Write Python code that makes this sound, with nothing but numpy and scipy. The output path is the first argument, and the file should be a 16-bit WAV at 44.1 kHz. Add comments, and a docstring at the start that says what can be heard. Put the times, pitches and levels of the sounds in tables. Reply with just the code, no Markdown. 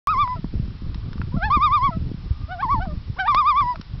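"""Loons on a calm lake.

Each call starts in a low reedy voice, breaks upward into a near-pure tremolo of ten swings a second
and drops back; the far shore returns a faint echo. Wind buffets the microphone over a steady hiss
and a few small knocks. A small camera limits the peaks and samples at a low rate."""
import sys
import numpy as np
from scipy import signal
from scipy.io import wavfile

SR = 44100
rng = np.random.default_rng(int(sys.argv[2]) if len(sys.argv) > 2 else 0)


def inscribe(sig):
    """Save sig as 16-bit PCM at rate SR to the path in sys.argv[1].

    A 1-D sig is mono; a 2-D sig holds one channel per row.
    Samples are clipped to [-1, 1] before scaling.
    """
    pcm = np.round(np.clip(np.atleast_2d(sig).T, -1, 1) * 32767)
    wavfile.write(sys.argv[1], SR, pcm.astype(np.int16))


N = 176400
TIME = np.arange(N) / SR

# Hiss spectrum: freq_hz, relative_density_db
HISS_SPECTRUM = [(100, -2.5), (500, -4), (1100, 4.5), (2000, -1), (3500, 0.5), (5000, -1), (7000, -12.5),
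                 (12000, -51.5)]
# Wind rumble spectrum: freq_hz, relative_density_db
WIND_SPECTRUM = [(12, 0), (35, 2), (65, 1.5), (120, -1.5), (200, -19), (300, -21), (450, -38.5),
                 (700, -46.5), (1200, -60.5)]
# Wind rumble envelope: time_s, level_db
WIND_ENVELOPE = [(0, -24.5), (.4, -31), (.65, -30.5), (.77, -37), (.87, -29), (1.05, -29.5), (1.3, -25),
                 (1.5, -27), (1.75, -30), (2.0, -28), (2.23, -36), (2.33, -28.5), (2.5, -40.5), (2.75, -26),
                 (3.03, -34), (3.3, -35.5), (3.6, -34.5), (4.0, -35)]
# Slaps of air on the microphone: start_s, level_db, nominal_hz
BUFFETS = [(.390, -22.5, 134), (.442, -17, 181), (.538, -25, 243), (0.549, -21, 89.5), (.596, -14.5, 119),
           (.678, -26, 168), (0.819, -26, 180), (.843, -38.5, 91), (0.955, -24, 129), (1.115, -25, 130),
           (1.155, -26, 180), (1.195, -23, 159), (1.235, -19, 91.3), (1.341, -15, 145), (1.371, -15.5, 140),
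           (1.571, -17.5, 204), (1.888, -18.5, 149.2), (1.969, -14.5, 121), (2.02, -20, 104),
           (2.114, -21, 218), (2.142, -20.5, 133), (2.306, -13, 67.8), (2.433, -22.5, 64.8),
           (2.649, -24.5, 148), (2.742, -22.5, 200), (2.871, -21, 130), (2.933, -27, 120), (2.97, -20, 80),
           (3.097, -19, 101), (3.636, -26.5, 136), (3.795, -25, 168), (3.934, -20, 65)]
# Knocks near the microphone: start_s, level_db, ring_hz, relative_snap_db
KNOCKS = [(0.275, -19, 1160, -18.5), (.443, -27.5, 950, -38), (0.705, -38, 1260, -22),
          (.944, -31.5, 990, 2.5), (1.13, -29.5, 1410, -6.5), (1.179, -30.5, 1200, -11),
          (1.215, -18, 1385, -21), (1.572, -35, 700, -10), (2.853, -25.5, 950, -26),
          (3.3455, -6.5, 1080, -7), (3.607, -20.5, 1300, -41.5), (3.757, -22.5, 1300, -11.5),
          (3.812, -38.5, 1300, 10.5)]
# Modes of a knock: ratio_to_ring, level_db, t60_s
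KNOCK_MODES = [(.7, -9, 0.012), (1, -6, 0.022), (1.22, -7.5, 0.011), (1.9, -14.5, .012)]
# Low voice, one list per note: time_s, pitch_hz, level_db, overtone_boost_db
LOW_NOTES = [
    [(.360, 683, -39, 0), (.376, 648, -43, 2), (.392, 615, -65.5, -2)],
    [(1.322, 460, -57, 13), (1.360, 574, -45, 0.5), (1.372, 695, -35, -4), (1.398, 642, -38, -3.5),
     (1.418, 699, -29.5, 0.5), (1.440, 827, -24, 4.5), (1.462, 883, -23, -2), (1.503, 773, -40.5, -18.5)],
    [(1.907, 690, -34.5, -7.5), (1.945, 647, -38, 2), (1.976, 645, -70.5, -3.5)],
    [(2.480, 584, -51, -15), (2.497, 672, -37.5, 0.5), (2.528, 743.5, -28.5, 1), (2.575, 677, -36.5, -24.5),
     (2.605, 780, -29, -0.5), (2.627, 957, -27.5, -11)],
    [(2.797, 665, -34, -10), (2.825, 752, -29, 1), (2.845, 777, -31.5, -7.5), (2.880, 642, -36.5, -16.5),
     (2.920, 596, -41, -3), (2.948, 601, -68, -10.5)],
    [(3.163, 434, -49, 14.5), (3.186, 616, -46, 9.5)],
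    [(3.186, 748, -31, 6), (3.203, 770.5, -24, 7), (3.243, 728, -25.5, -8.5), (3.262, 853, -21.5, -9.5),
     (3.279, 986, -18, -9.5)],
    [(3.742, 676, -36.5, -9), (3.768, 580, -66.5, -5)],
]
# High voice crests and troughs, one list per tremolo: time_s, pitch_hz, level_db
TREMOLOS = [
    [(.066, 1055, -13.5), (.111, 1288, -16), (.157, 1015, -20), (.211, 1192, -13), (.262, 982, -25.5),
     (.325, 1010, -22), (.348, 980, -29.5), (.361, 940, -46)],
    [(.095, 1390, -40), (.120, 1425, -33), (.138, 1310, -33.5), (.158, 1080, -45)],
    [(1.503, 1023, -13), (1.515, 1107, -13.5), (1.546, 1220, -11.5), (1.593, 1016, -24.5),
     (1.645, 1233, -11), (1.696, 1002, -22), (1.747, 1216, -11.5), (1.799, 976, -23), (1.857, 1134, -13),
     (1.890, 999, -21), (1.906, 928, -34.5)],
    [(2.627, 1136, -14), (2.638, 1071, -16.5), (2.674, 867, -26.5), (2.726, 1149, -14), (2.765, 905, -22.5),
     (2.797, 861, -27.5)],
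    [(3.279, 1198, -11.5), (3.297, 1197, -12), (3.339, 1016, -18), (3.391, 1228, -11.5),
     (3.438, 1002, -19.5), (3.488, 1222, -11), (3.539, 994, -19.5), (3.592, 1187, -12), (3.645, 966, -22.5),
     (3.703, 992, -18), (3.728, 968, -25.5), (3.742, 920, -39.5)],
]
# Brightness, one value per tremolo: overtone_boost_db
TREMOLO_BOOST_DB = [1.5, -5.5, 0, -4, 0]
# Low voice harmonics from the second up, at LOW_REF_DB: relative_db, growth_db_per_db
LOW_OVERTONES = [(0.5, 0.065), (-13, 0.28), (-14.5, 1.0), (-23, 0.4), (-29.5, 0), (-32, .3)]
# High voice harmonics from the second up, at HIGH_REF_DB: relative_db, growth_db_per_db
HIGH_OVERTONES = [(-22.5, 0.02), (-22.5, 2.5), (-34, 0.9), (-36.5, -0.5), (-37.5, 0.1)]

LOW_REF_DB, HIGH_REF_DB = -21.5, -12
BREAK_S, CRACK_S, CRACK_JITTER = .0085, .015, .034
FLUTTER_DB, SHIMMER_DB, RASP_DB = 3, .15, -45


def from_db(db):
    """Decibels to gain."""
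    return 10 ** (np.asarray(db) / 20)


def unit_rms(x):
    """Scale to unit power."""
    return x / np.sqrt(np.mean(x ** 2) + 1e-20)


def filtered(x, hz, kind="low", order=2):
    """Butterworth filter."""
    return signal.sosfilt(signal.butter(order, hz, kind, fs=SR, output="sos"), x + 1e-18)


def drift(rate_hz, size=N):
    """Low-passed random motion, spread about 1."""
    return unit_rms(filtered(rng.standard_normal(size + SR), rate_hz)[SR // 2:])[-size:]


def glide(times_s, values, t, power=1):
    """Cubic through the points, flat at turning points; power above 1 broadens the crests."""
    if power != 1:
        return np.maximum(glide(times_s, values ** power, t), 1e-15) ** (1 / power)
    steps_s = np.diff(times_s)
    chord = np.diff(values) / steps_s
    same_sign = np.maximum(chord[1:] * chord[:-1], 0)
    slope = np.r_[chord[0], 2 * same_sign / (chord[1:] + chord[:-1] + 1e-15), chord[-1]]
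    i = np.clip(np.searchsorted(times_s, t) - 1, 0, len(chord) - 1)
    u = np.clip((t - times_s[i]) / steps_s[i], 0, 1)
    bend = (slope[i] - chord[i]) * (1 - u) - (slope[i + 1] - chord[i]) * u
    return values[i] + steps_s[i] * u * (chord[i] + (1 - u) * bend)


def noise_bands(spectrum, count):
    """Log-spaced noise bands under a spectrum, total power 1."""
    hz, db = np.transpose(spectrum)
    edges_hz = np.geomspace(hz[0], hz[-1], count + 1)
    gains = from_db(np.interp(np.log(edges_hz[1:] * edges_hz[:-1]) / 2, np.log(hz), db))
    bands = np.array([gain * filtered(rng.standard_normal(N), [low, high], "band")
                      for gain, low, high in zip(gains, edges_hz, edges_hz[1:])])
    return bands / np.std(bands.sum(0))


def hiss(level_db=-53.5):
    """Steady broadband noise."""
    return from_db(level_db) * noise_bands(HISS_SPECTRUM, count=14).sum(0)


def wind(gain_db=1, eddy_hz=14, low_swing_db=1.5, high_swing_db=7.5):
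    """Lumpy rumble: each eddy lifts the upper bands more than the lowest."""
    bands = noise_bands(WIND_SPECTRUM, count=10)
    eddies = np.clip(drift(eddy_hz), -2, 2)
    swing_db = np.linspace(low_swing_db, high_swing_db, len(bands))[:, None]
    rumble = unit_rms((bands * from_db(swing_db * eddies)).sum(0))
    return rumble * from_db(gain_db + np.interp(TIME, *np.transpose(WIND_ENVELOPE)))


def buffets(gain_db=1.5, rise_cycles=.41, cutoff_hz=550):
    """Slaps of air: soft pressure swings that start fast, slow and die in about two cycles."""
    out = np.zeros(N)
    for start_s, level_db, nominal_hz in BUFFETS:
        cycles = np.clip((TIME - start_s) * nominal_hz, 0, 10)
        age = cycles / rise_cycles
        swing = np.sin(2 * np.pi * (cycles / 2 + np.log1p(cycles)))
        out += from_db(level_db + gain_db) * age * np.exp(1 - age) * swing
    return filtered(out, cutoff_hz)


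def knocks(snap_t60_s=.023):
    """Short woody rings, each with a bright noise snap."""
    out, t = np.zeros(N + SR), TIME[:SR // 20]
    for start_s, level_db, ring_hz, snap_db in KNOCKS:
        ring = sum((-1) ** k * from_db(db - 60 * t / t60_s) * np.sin(2 * np.pi * ring_hz * ratio * t)
                   for k, (ratio, db, t60_s) in enumerate(KNOCK_MODES))
        snap = rng.standard_normal(len(t)) * from_db(snap_db - 60 * t / snap_t60_s)
        start = int(start_s * SR)
        out[start:start + len(t)] += from_db(level_db) * (ring + snap)
    return out[:N]


def shore_echo(x, relative_db=-39, delay_s=.6, spread_s=.22, cutoff_hz=1500):
    """Late, faint echo from the far shore, smeared and dulled by trees."""
    age = np.maximum(TIME[:2 * SR] - delay_s, 0) / spread_s
    response = filtered(rng.standard_normal(2 * SR), cutoff_hz) * age * np.exp(-age)
    return from_db(relative_db) * np.std(x) * unit_rms(signal.fftconvolve(x, response)[:N])


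def loon_voice(notes, overtones, ref_db, jitter):
    """Harmonic tone, brighter when loud; abrupt and briefly hoarse at each voice break."""
    out = np.zeros(N)
    for note in notes:
        times_s, hz, db, boosts_db = np.transpose(sorted(note))
        span = (TIME > times_s[0] - BREAK_S / 2) & (TIME < times_s[-1] + BREAK_S / 2)
        t = TIME[span]
        edge_s = np.minimum(t - times_s[0], times_s[-1] - t)
        crack = CRACK_JITTER * np.exp(-np.abs(edge_s) / CRACK_S) * drift(400, len(t))
        pitch_hz = glide(times_s, hz, t, power=3.2) * (1 + jitter * drift(110, len(t)) + crack)
        level = glide(times_s, from_db(db), t, power=1.7)
        over_ref_db = 20 * np.log10(level) - ref_db
        boost_db = glide(times_s, boosts_db, t)
        phase = 2 * np.pi * np.cumsum(pitch_hz) / SR
        tone = np.sin(phase)
        for harmonic, (relative_db, growth) in enumerate(overtones, start=2):
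            gain_db = relative_db + boost_db + growth * over_ref_db + FLUTTER_DB * drift(22, len(t))
            tone += from_db(gain_db) * np.sin(harmonic * phase)
        gate = np.clip(edge_s / BREAK_S + .5, 0, 1)
        shimmer = from_db(SHIMMER_DB * drift(57, len(t)))
        rasp = from_db(RASP_DB) * drift(700, len(t))
        out[span] += tone * level * gate * (shimmer + rasp)
    return out


def loons():
    """Calls in two registers: near-pure high tremolos and reedy low notes."""
    tremolos = [[(*point, boost_db) for point in tremolo]
                for tremolo, boost_db in zip(TREMOLOS, TREMOLO_BOOST_DB)]
    high = loon_voice(tremolos, HIGH_OVERTONES, HIGH_REF_DB, jitter=.001)
    low = loon_voice(LOW_NOTES, LOW_OVERTONES, LOW_REF_DB, jitter=.004)
    return high + low


def limiter(x, threshold_db=-11, attack_s=.004, release_db_per_s=120):
    """Fast limiter: flattens crests, lets the briefest clicks through."""
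    over_db = np.maximum(20 * np.log10(np.abs(x) + 1e-9) - threshold_db, 0)
    release_db = release_db_per_s * TIME
    held_db = np.maximum.accumulate(over_db + release_db) - release_db
    pole = np.exp(-1 / (attack_s * SR))
    return x * from_db(-signal.lfilter([1 - pole], [1, -pole], held_db))


def scene():
    """Loons, echo, wind, knocks and hiss in mono."""
    calls = loons()
    return (calls + shore_echo(calls) + wind() + buffets() + knocks() + hiss())[None]


def record(dry, start_s=.072, decimation=4):
    """The camera starts, limits and samples coarsely; top overtones fold back around 5.5 kHz."""
    band_limited = filtered(limiter(dry), hz=5910, order=8)
    sampled = band_limited * decimation * (np.arange(N) % decimation == 0)
    smoothed = filtered(sampled, hz=5400, order=24)
    return filtered(smoothed * (TIME >= start_s), hz=17092, order=12)


dry = scene()
out = record(dry)
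inscribe(out)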